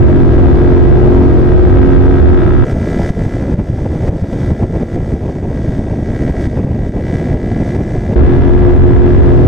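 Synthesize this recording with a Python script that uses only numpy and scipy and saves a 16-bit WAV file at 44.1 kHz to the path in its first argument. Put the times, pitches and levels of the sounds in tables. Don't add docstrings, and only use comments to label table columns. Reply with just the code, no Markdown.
import sys
import numpy as np
from scipy import signal
from scipy.fft import rfft, irfft, next_fast_len
from scipy.io import wavfile
from scipy.ndimage import uniform_filter1d

SR = 44100
rng = np.random.default_rng(int(sys.argv[2]) if len(sys.argv) > 2 else 0)


def store_wav(level_fs):
    pcm = np.round(np.clip(np.atleast_2d(level_fs), -1, 1) * 32767)
    wavfile.write(sys.argv[1], SR, pcm.T.astype(np.int16))


def undo_db(level):
    steps = np.asarray(level, float) / 20
    return 10 ** steps


N = 417627
TIME = np.arange(N) / SR
SIZE = next_fast_len(N)
FREQ = np.arange(SIZE // 2 + 1) * SR / SIZE + 1e-3

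# time in seconds, signed peak re full scale, width in ms,
# gain duck in dB.
BUFFETS = [(2.734, -0.81, 2.3, 7), (2.892, 0.43, 1.5, 4), (2.965, -0.64, 1.6, 6), (3.105, -1.2, 1.8, 14.5),
           (3.265, 1, 1.6, 8.5), (3.426, 0.65, 0.96, 6.6), (3.544, 1, 1.66, 13.5), (3.702, -0.87, 1.7, 7.9),
           (4.095, 0.96, 2.7, 13.5), (4.225, -0.67, 1.8, 11.5), (4.447, -0.5, 1.4, 5.5),
           (4.518, -1.2, 1.4, 10), (4.64, -0.85, 1.6, 12.5), (4.833, -0.9, 0.69, 8.5), (4.963, 0.73, 1, 9),
           (5.141, -0.95, 1.36, 7), (5.695, 0.81, 1.75, 1.7), (5.793, -1.1, 1.4, 5),
           (6.107, -0.73, 1.8, 2.8), (6.252, 0.91, 1.2, 4.5), (6.311, 0.6, 3.48, 9),
           (6.474, -0.91, 1.5, 11), (6.595, -0.68, 1.4, 8.5), (6.648, 0.94, 1.6, 12),
           (6.895, 0.64, 1.5, 11), (7.159, 0.75, 1.5, 4.5), (7.344, 1, 1.75, 8), (7.532, 0.55, 1.4, 4.5),
           (7.765, -0.81, 1.05, 8), (7.986, 0.74, 2.17, 3.5)]


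def level(x, db):
    return x * undo_db(db) / np.sqrt(np.mean(x ** 2))


def curves(*tables):
    s, *columns = np.transpose(np.concatenate(tables))
    return [np.interp(TIME, s, column) for column in columns]


def walk(rate):
    hold = int(SR / rate)
    steps = np.repeat(rng.standard_normal(N // 100), hold)[:N]
    return uniform_filter1d(uniform_filter1d(steps, hold), hold)


def bumps(events, width_s):
    coarse = TIME[::64]
    total = sum(db * np.exp(-((coarse - s) / width_s) ** 2 / 2) for s, db in events)
    return total.repeat(64)[:N]


def noise(shape, shared_db, own_db, rate):
    hz, db = np.transpose(shape)
    colour = undo_db(np.interp(np.log(FREQ), np.log(hz), db, left=-80))
    spectrum = rfft(rng.standard_normal(SIZE)) * colour
    octave = np.log2(np.maximum(FREQ, 32) / 32)
    swell = walk(rate)
    total = 0
    for k in range(10):
        band = np.cos(np.pi / 2 * np.clip(octave - k, -1, 1)) ** 2
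        gain = undo_db(shared_db * swell + own_db * walk(rate))
        total = total + gain * irfft(spectrum * band, SIZE)[:N]
    return level(total, 0)


def shaped(x, shape):
    hz, db = np.transpose(shape)
    log_gain = np.log(undo_db(np.interp(np.log(FREQ), np.log(hz), db)))
    cepstrum = irfft(log_gain, SIZE)
    cepstrum[1:SIZE // 2] *= 2
    cepstrum[SIZE // 2 + 1:] = 0
    response = np.exp(rfft(cepstrum))
    return level(irfft(rfft(x, SIZE) * response, SIZE)[:N], 0)


def road_noise():
    # frequency in Hz, level in dB per Hz.
    road_colour = [(200, -16), (500, -9.5), (1000, -17), (2000, -22.5), (3600, -31), (4200, -33),
                   (5800, -36), (7000, -42.5), (10000, -46.5), (16000, -62.5)]
    separate = np.array([noise(road_colour, 1.2, 1.4, 3.9) for _ in range(2)])
    shared = noise(road_colour, 1.5, 1.3, 2.8)
    return undo_db(-33.5) * (separate + 0.67 * shared)


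def rustle():
    # frequency in Hz, level in dB per Hz.
    rustle_colour = [(3000, -16.5), (7000, -2), (10000, -1), (14000, 1), (14800, 3.5), (16000, -3.5)]
    # time in seconds, peak in dB.
    grit_ticks = [(0.329, -54), (1.2607, -45.5), (1.3594, -50.5), (1.3992, -51.5), (1.469, -47),
                  (1.499, -46.5), (1.7088, -49.5), (1.8786, -46.5), (8.6194, -53.5), (9.3094, -47)]
    rub = undo_db(-59) * np.array([noise(rustle_colour, 2.5, 1.5, 60) for _ in range(2)])
    for s, db in grit_ticks:
        rub = rub * (1 + undo_db(db + 54) * np.exp(-np.abs(TIME - s) / .003))
    return rub


def port_wind():
    # time in seconds, left in dB, right in dB.
    gusts = [
        [(0.0, -4, -3.5), (2.64, -6.5, -3)],
        [(8.16, -5.5, -6.5), (9.47, -5, -2.5)],
    ]
    # frequency in Hz, level in dB per Hz.
    port_colour = [(8, -14.5), (30, -4), (70, 5), (130, -6.5), (250, -16.5), (500, -29), (1000, -32),
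                   (2500, -50.5), (16000, -110)]
    return np.array([undo_db(db) * noise(port_colour, 1.1, 1.8, 14) for db in curves(*gusts)])


def helmet_gain():
    # time in seconds, level of the steady hiss in dB.
    rest_gain = [(2.66, -45.5), (3.08, -37.5), (3.5, -44), (3.93, -47), (4.3, -41.5), (4.5, -41.5),
                 (4.82, -45.5), (4.95, -43.5), (5.13, -45.5), (5.45, -50.5), (5.75, -47.5), (6.04, -50),
                 (6.42, -39.5), (6.82, -48.5), (7.14, -43), (7.35, -46), (7.72, -44.5), (8.15, -47.5)]
    recover_s, duck_s = 0.17, 0.01
    s, _, _, duck_db = np.transpose(BUFFETS)
    last = np.maximum(np.searchsorted(s, TIME) - 1, 0)
    below_db = duck_db[last] * np.exp(-np.abs(TIME - s[last]) / recover_s) * (TIME > s[0])
    flutter_db = .7 * walk(45)
    return curves(rest_gain)[0] - uniform_filter1d(below_db, int(duck_s * SR)) + flutter_db


def helmet_wind(gain_db):
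    # frequency in Hz, level in dB per Hz.
    helmet_colour = [(12, -35), (25, -3.5), (50, -2), (90, 0), (250, -6), (400, -12), (620, -17),
                     (900, -27.5), (1250, -40), (2500, -46.5), (16000, -120)]
    # time in seconds, rise in dB.
    flurries = [(2.82, 1.5), (2.893, 3.5), (2.975, 5), (3.263, 2), (3.42, 6), (3.496, 6.5), (3.6, 8.5),
                (3.87, 3), (4.09, 6), (4.364, 3.5), (4.62, 8.5), (4.75, 6), (4.819, 7.5), (4.971, 3),
                (5.14, 0), (5.272, 7.5), (5.518, 5), (5.683, 6), (5.935, 8.5), (6.107, 0), (6.585, 11),
                (6.701, 12), (6.83, 6.5), (6.972, 6), (7.174, 5.5), (7.345, 8.5), (7.575, 3), (7.77, 8.5),
                (7.95, 6.5), (8.125, 12)]
    # time in seconds, dip in dB.
    lulls = [(2.86, 5), (3.135, 18), (3.295, 10), (3.568, 7), (3.66, 9), (3.76, 5), (4.195, 12), (4.27, 14),
             (4.315, 14), (4.56, 10), (4.72, 6), (4.86, 15), (4.905, 8), (5.19, 7), (5.39, -1), (5.58, 1),
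             (5.72, 4), (6.34, 10), (6.5, 6), (6.92, 9), (7.12, 2), (7.4, 3), (7.45, -3.5), (8.005, 4)]
    # swing from the usual -47 dB gain, flurry, lull
    large_follows, small_follows = (0.19, 0.31, 0.73), (0.48, 0.69, 0.38)
    moves = np.array([gain_db + 47, bumps(flurries, 0.021), -bumps(lulls, 0.013)])
    large_db = -14 + np.dot(large_follows, moves)
    small_db = -25.5 + np.dot(small_follows, moves)
    lumps_db = 3 * walk(160)

    air = noise(helmet_colour, 2.4, 1.2, 90)
    large = signal.sosfiltfilt(signal.butter(2, 330, fs=SR, output="sos"), air)
    small = air - large
    return undo_db(large_db) * level(large, -1.57) + undo_db(small_db + lumps_db) * level(small, -1.23)


def add_buffets(wind):
    for s, peak, ms, _ in BUFFETS:
        near = slice(int((s - .015) * SR), int((s + 0.022) * SR))
        u = (TIME[near] - s) / (ms * 0.00056)
        bump = np.exp(-u ** 2 / 2)
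        rebound = 0.091 * np.exp(-u ** 2 / 30)
        wind[near] = wind[near] * (1 - bump) + peak * (1.16 * bump - rebound)
    return wind


def housing_hiss(puff):
    # frequency in Hz, level in dB per Hz.
    housing_colour = [(800, -3.5), (1800, 8.5), (2300, 0), (2700, -7), (3600, 1), (4050, -9.5), (4600, -4),
                      (6400, -4), (7100, -10.5), (8000, -7), (9300, -16), (13000, -24), (14900, -43),
                      (15100, -75)]
    whistle_hz, whistle_db, whistle_at_s, whistle_s = 5830, -14, 7.82, .3
    hiss = undo_db(2.5) * noise(housing_colour, .6, .6, 10) * (1 + .7 * puff)
    swell = undo_db(whistle_db + 4 * walk(25)) * np.exp(-((TIME - whistle_at_s) / whistle_s) ** 4)
    return hiss + swell * np.sin(2 * np.pi * whistle_hz * TIME + 1.5 * walk(40))


def exhaust_cracks():
    # time in seconds, crack rate in Hz.
    crack_rate = [(0.0, 67.59), (0.75, 67.87), (1.45, 67.31), (1.99, 67.76), (2.45, 68.3), (2.99, 68.59),
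                  (3.49, 68.96), (3.78, 68.86), (4.3, 68.04), (4.88, 68.43), (5.23, 68.3), (5.75, 67.92),
                  (6.23, 68.23), (7.48, 69.03), (8.22, 70.02), (8.5, 70.19), (9.0, 70.12), (9.47, 70.45)]
    # time in seconds, round trip in ms.
    pipe_trip = [(0, 3.09), (1.05, 3.08), (1.5, 3.15), (2.1, 3.14), (2.8, 3.01), (3.75, 3.0), (4.25, 3.07),
                 (4.75, 3.01), (5.6, 3.09), (6.6, 3.09), (7.1, 3.04), (8.0, 2.98), (9.47, 3.0)]
    pipe_echo_db = [-3, -12, -15]
    turns = np.cumsum(curves(crack_rate)[0]) / SR
    time_chance, level_chance = rng.standard_normal((N // 100, 2))[:int(turns[-1]) - 1].T
    at = np.interp(np.arange(len(time_chance)) + .74, turns, TIME) + 1.5e-5 * time_chance
    trip_s = np.interp(at, *np.transpose(pipe_trip)) / 1000
    cracks = np.zeros(N + SR)
    for k, db in enumerate([0, *pipe_echo_db]):
        place = (at + k * trip_s) * SR
        size = undo_db(db + 1.2 * level_chance)
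        whole = place.astype(int)
        np.add.at(cracks, whole, size * (whole + 1 - place))
        np.add.at(cracks, whole + 1, size * (place - whole))
    return cracks[:N]


def neighbour():
    # frequency in Hz, level in dB.
    near_colour = [(200, -5), (270, 25), (340, 22), (430, 4.5), (650, 6), (900, 4.5), (1100, -9.5),
                   (1330, 4.5), (1630, 3), (1950, -2), (2400, -13), (3000, -19.5), (3550, -11.5),
                   (3900, -26.5), (8000, -50)]
    # frequency in Hz, level in dB.
    far_colour = [(250, -19), (340, 9), (700, 3.5), (1100, -28), (1350, -1.5), (1650, -1), (1980, 0),
                  (2300, -8), (2600, -22), (3000, -18), (3550, -24.5), (4200, -22), (8000, -47)]
    # time in seconds, rasp in dB, extra deep ring in dB (heard from
    nearness = [(0, -1, 0.5), (.8, 1, -0.5), (1.2, -3, 0.5), (1.7, 1.5, 1.5), (2.2, 2, 3), (2.6, 1.5, 4.5),
                (3.1, 2.5, -1), (3.6, 0, 0.5), (4.2, -3, 1), (4.7, 0.5, 2), (5.3, -2, -2), (5.8, 1.5, -1),
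                (6.3, 3, -2.5), (6.7, 1.5, -6), (7.2, 5, -6), (7.9, 3, -5.5), (8.5, 1.5, -6), (9.47, 0, -7)]
    rasp_db, deep_db = curves(nearness)
    cracks = exhaust_cracks()
    puff = uniform_filter1d(cracks, 60)
    heard = np.array([shaped(cracks, colour) for colour in (near_colour, far_colour)])
    hum = signal.sosfiltfilt(signal.butter(2, 500, fs=SR, output="sos"), heard)
    deep_band = signal.butter(2, (1150, 1490), "bandpass", fs=SR, output="sos")
    deep = signal.sosfiltfilt(deep_band, heard)
    rasp = heard - hum + (undo_db(deep_db) - 1) * deep
    near, far = hum + undo_db(rasp_db) * rasp
    return near, far, puff / puff.max()


def engine():
    # time in seconds, cycle rate in Hz, level in dB.
    engine_run = [
        [(0.0, 44.3, -9), (0.47, 44.6, -8.5), (1.88, 45.3, -9.5), (2.28, 45.16, -10.5), (2.64, 45.06, -16)],
        [(8.16, 44.56, -11.5), (8.3, 44.6, -9), (8.6, 44.55, -11.5), (9.2, 44.41, -9), (9.47, 44.3, -5.5)],
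    ]
    # multiple of the cycle rate, level in dB.
    engine_orders = [(1, -9), (2, -2), (3, 0.5), (4, -15.5), (5, -5.5), (6, -1.5), (7, -4), (8, 3), (9, -7),
                     (10, -9), (11, -13), (12, -19), (13, -20.5), (14, -16), (15, -23), (16, -16)]
    hz, db = curves(*engine_run)
    phase = 2 * np.pi * np.cumsum(hz) / SR
    total = 0
    for k, order_db in engine_orders:
        wander = 0.4 * walk(12) + 2 * np.pi * rng.random()
        total = total + undo_db(order_db + 2.8 * walk(7)) * np.sin(k * phase + wander)
    return level(total, 0) * undo_db(db)


def microphone_pair(motor, other):
    offset, rail, knee, converter_hz = .07, .795, 14, 9000
    motor_tilt = undo_db(np.array([[1.1], [-1.1]]))
    other_tilt = undo_db(np.array([[1.6], [-1.6]]))
    motors = motor * motor_tilt + undo_db(-18) * other * other_tilt
    x = (port_wind() + road_noise() + rustle() + motors + offset) / rail
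    clipped = rail * x / (1 + np.abs(x) ** knee) ** (1 / knee)
    return signal.lfilter(*signal.butter(1, converter_hz, fs=SR), clipped)


def helmet_microphone(motor, other, puff):
    gain_db = helmet_gain()
    wind = add_buffets(helmet_wind(gain_db))
    x = wind + undo_db(gain_db) * (housing_hiss(puff) + undo_db(13) * other + undo_db(33) * motor)
    top_cut = signal.ellip(8, .2, 60, 14950, fs=SR, output="sos")
    return signal.sosfilt(top_cut, np.tanh(x / 1.3) * 1.3)


def scene():
    cuts_s, fades_s = (2.648, 8.154), (.002, .006)
    motor = engine()
    other_near, other_far, puff = neighbour()
    inside = np.minimum((TIME - cuts_s[0]) / fades_s[0], (cuts_s[1] - TIME) / fades_s[1])
    pair = microphone_pair(motor, other_near)
    helmet = helmet_microphone(motor, other_far, puff)
    return pair * np.clip(-inside, 0, 1) + helmet * np.clip(inside, 0, 1)


def low_pass(x):
    return signal.sosfilt(signal.butter(12, 15750, fs=SR, output="sos"), x)


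def record(dry):
    return low_pass(dry)


dry = scene()
out = record(dry)
store_wav(out)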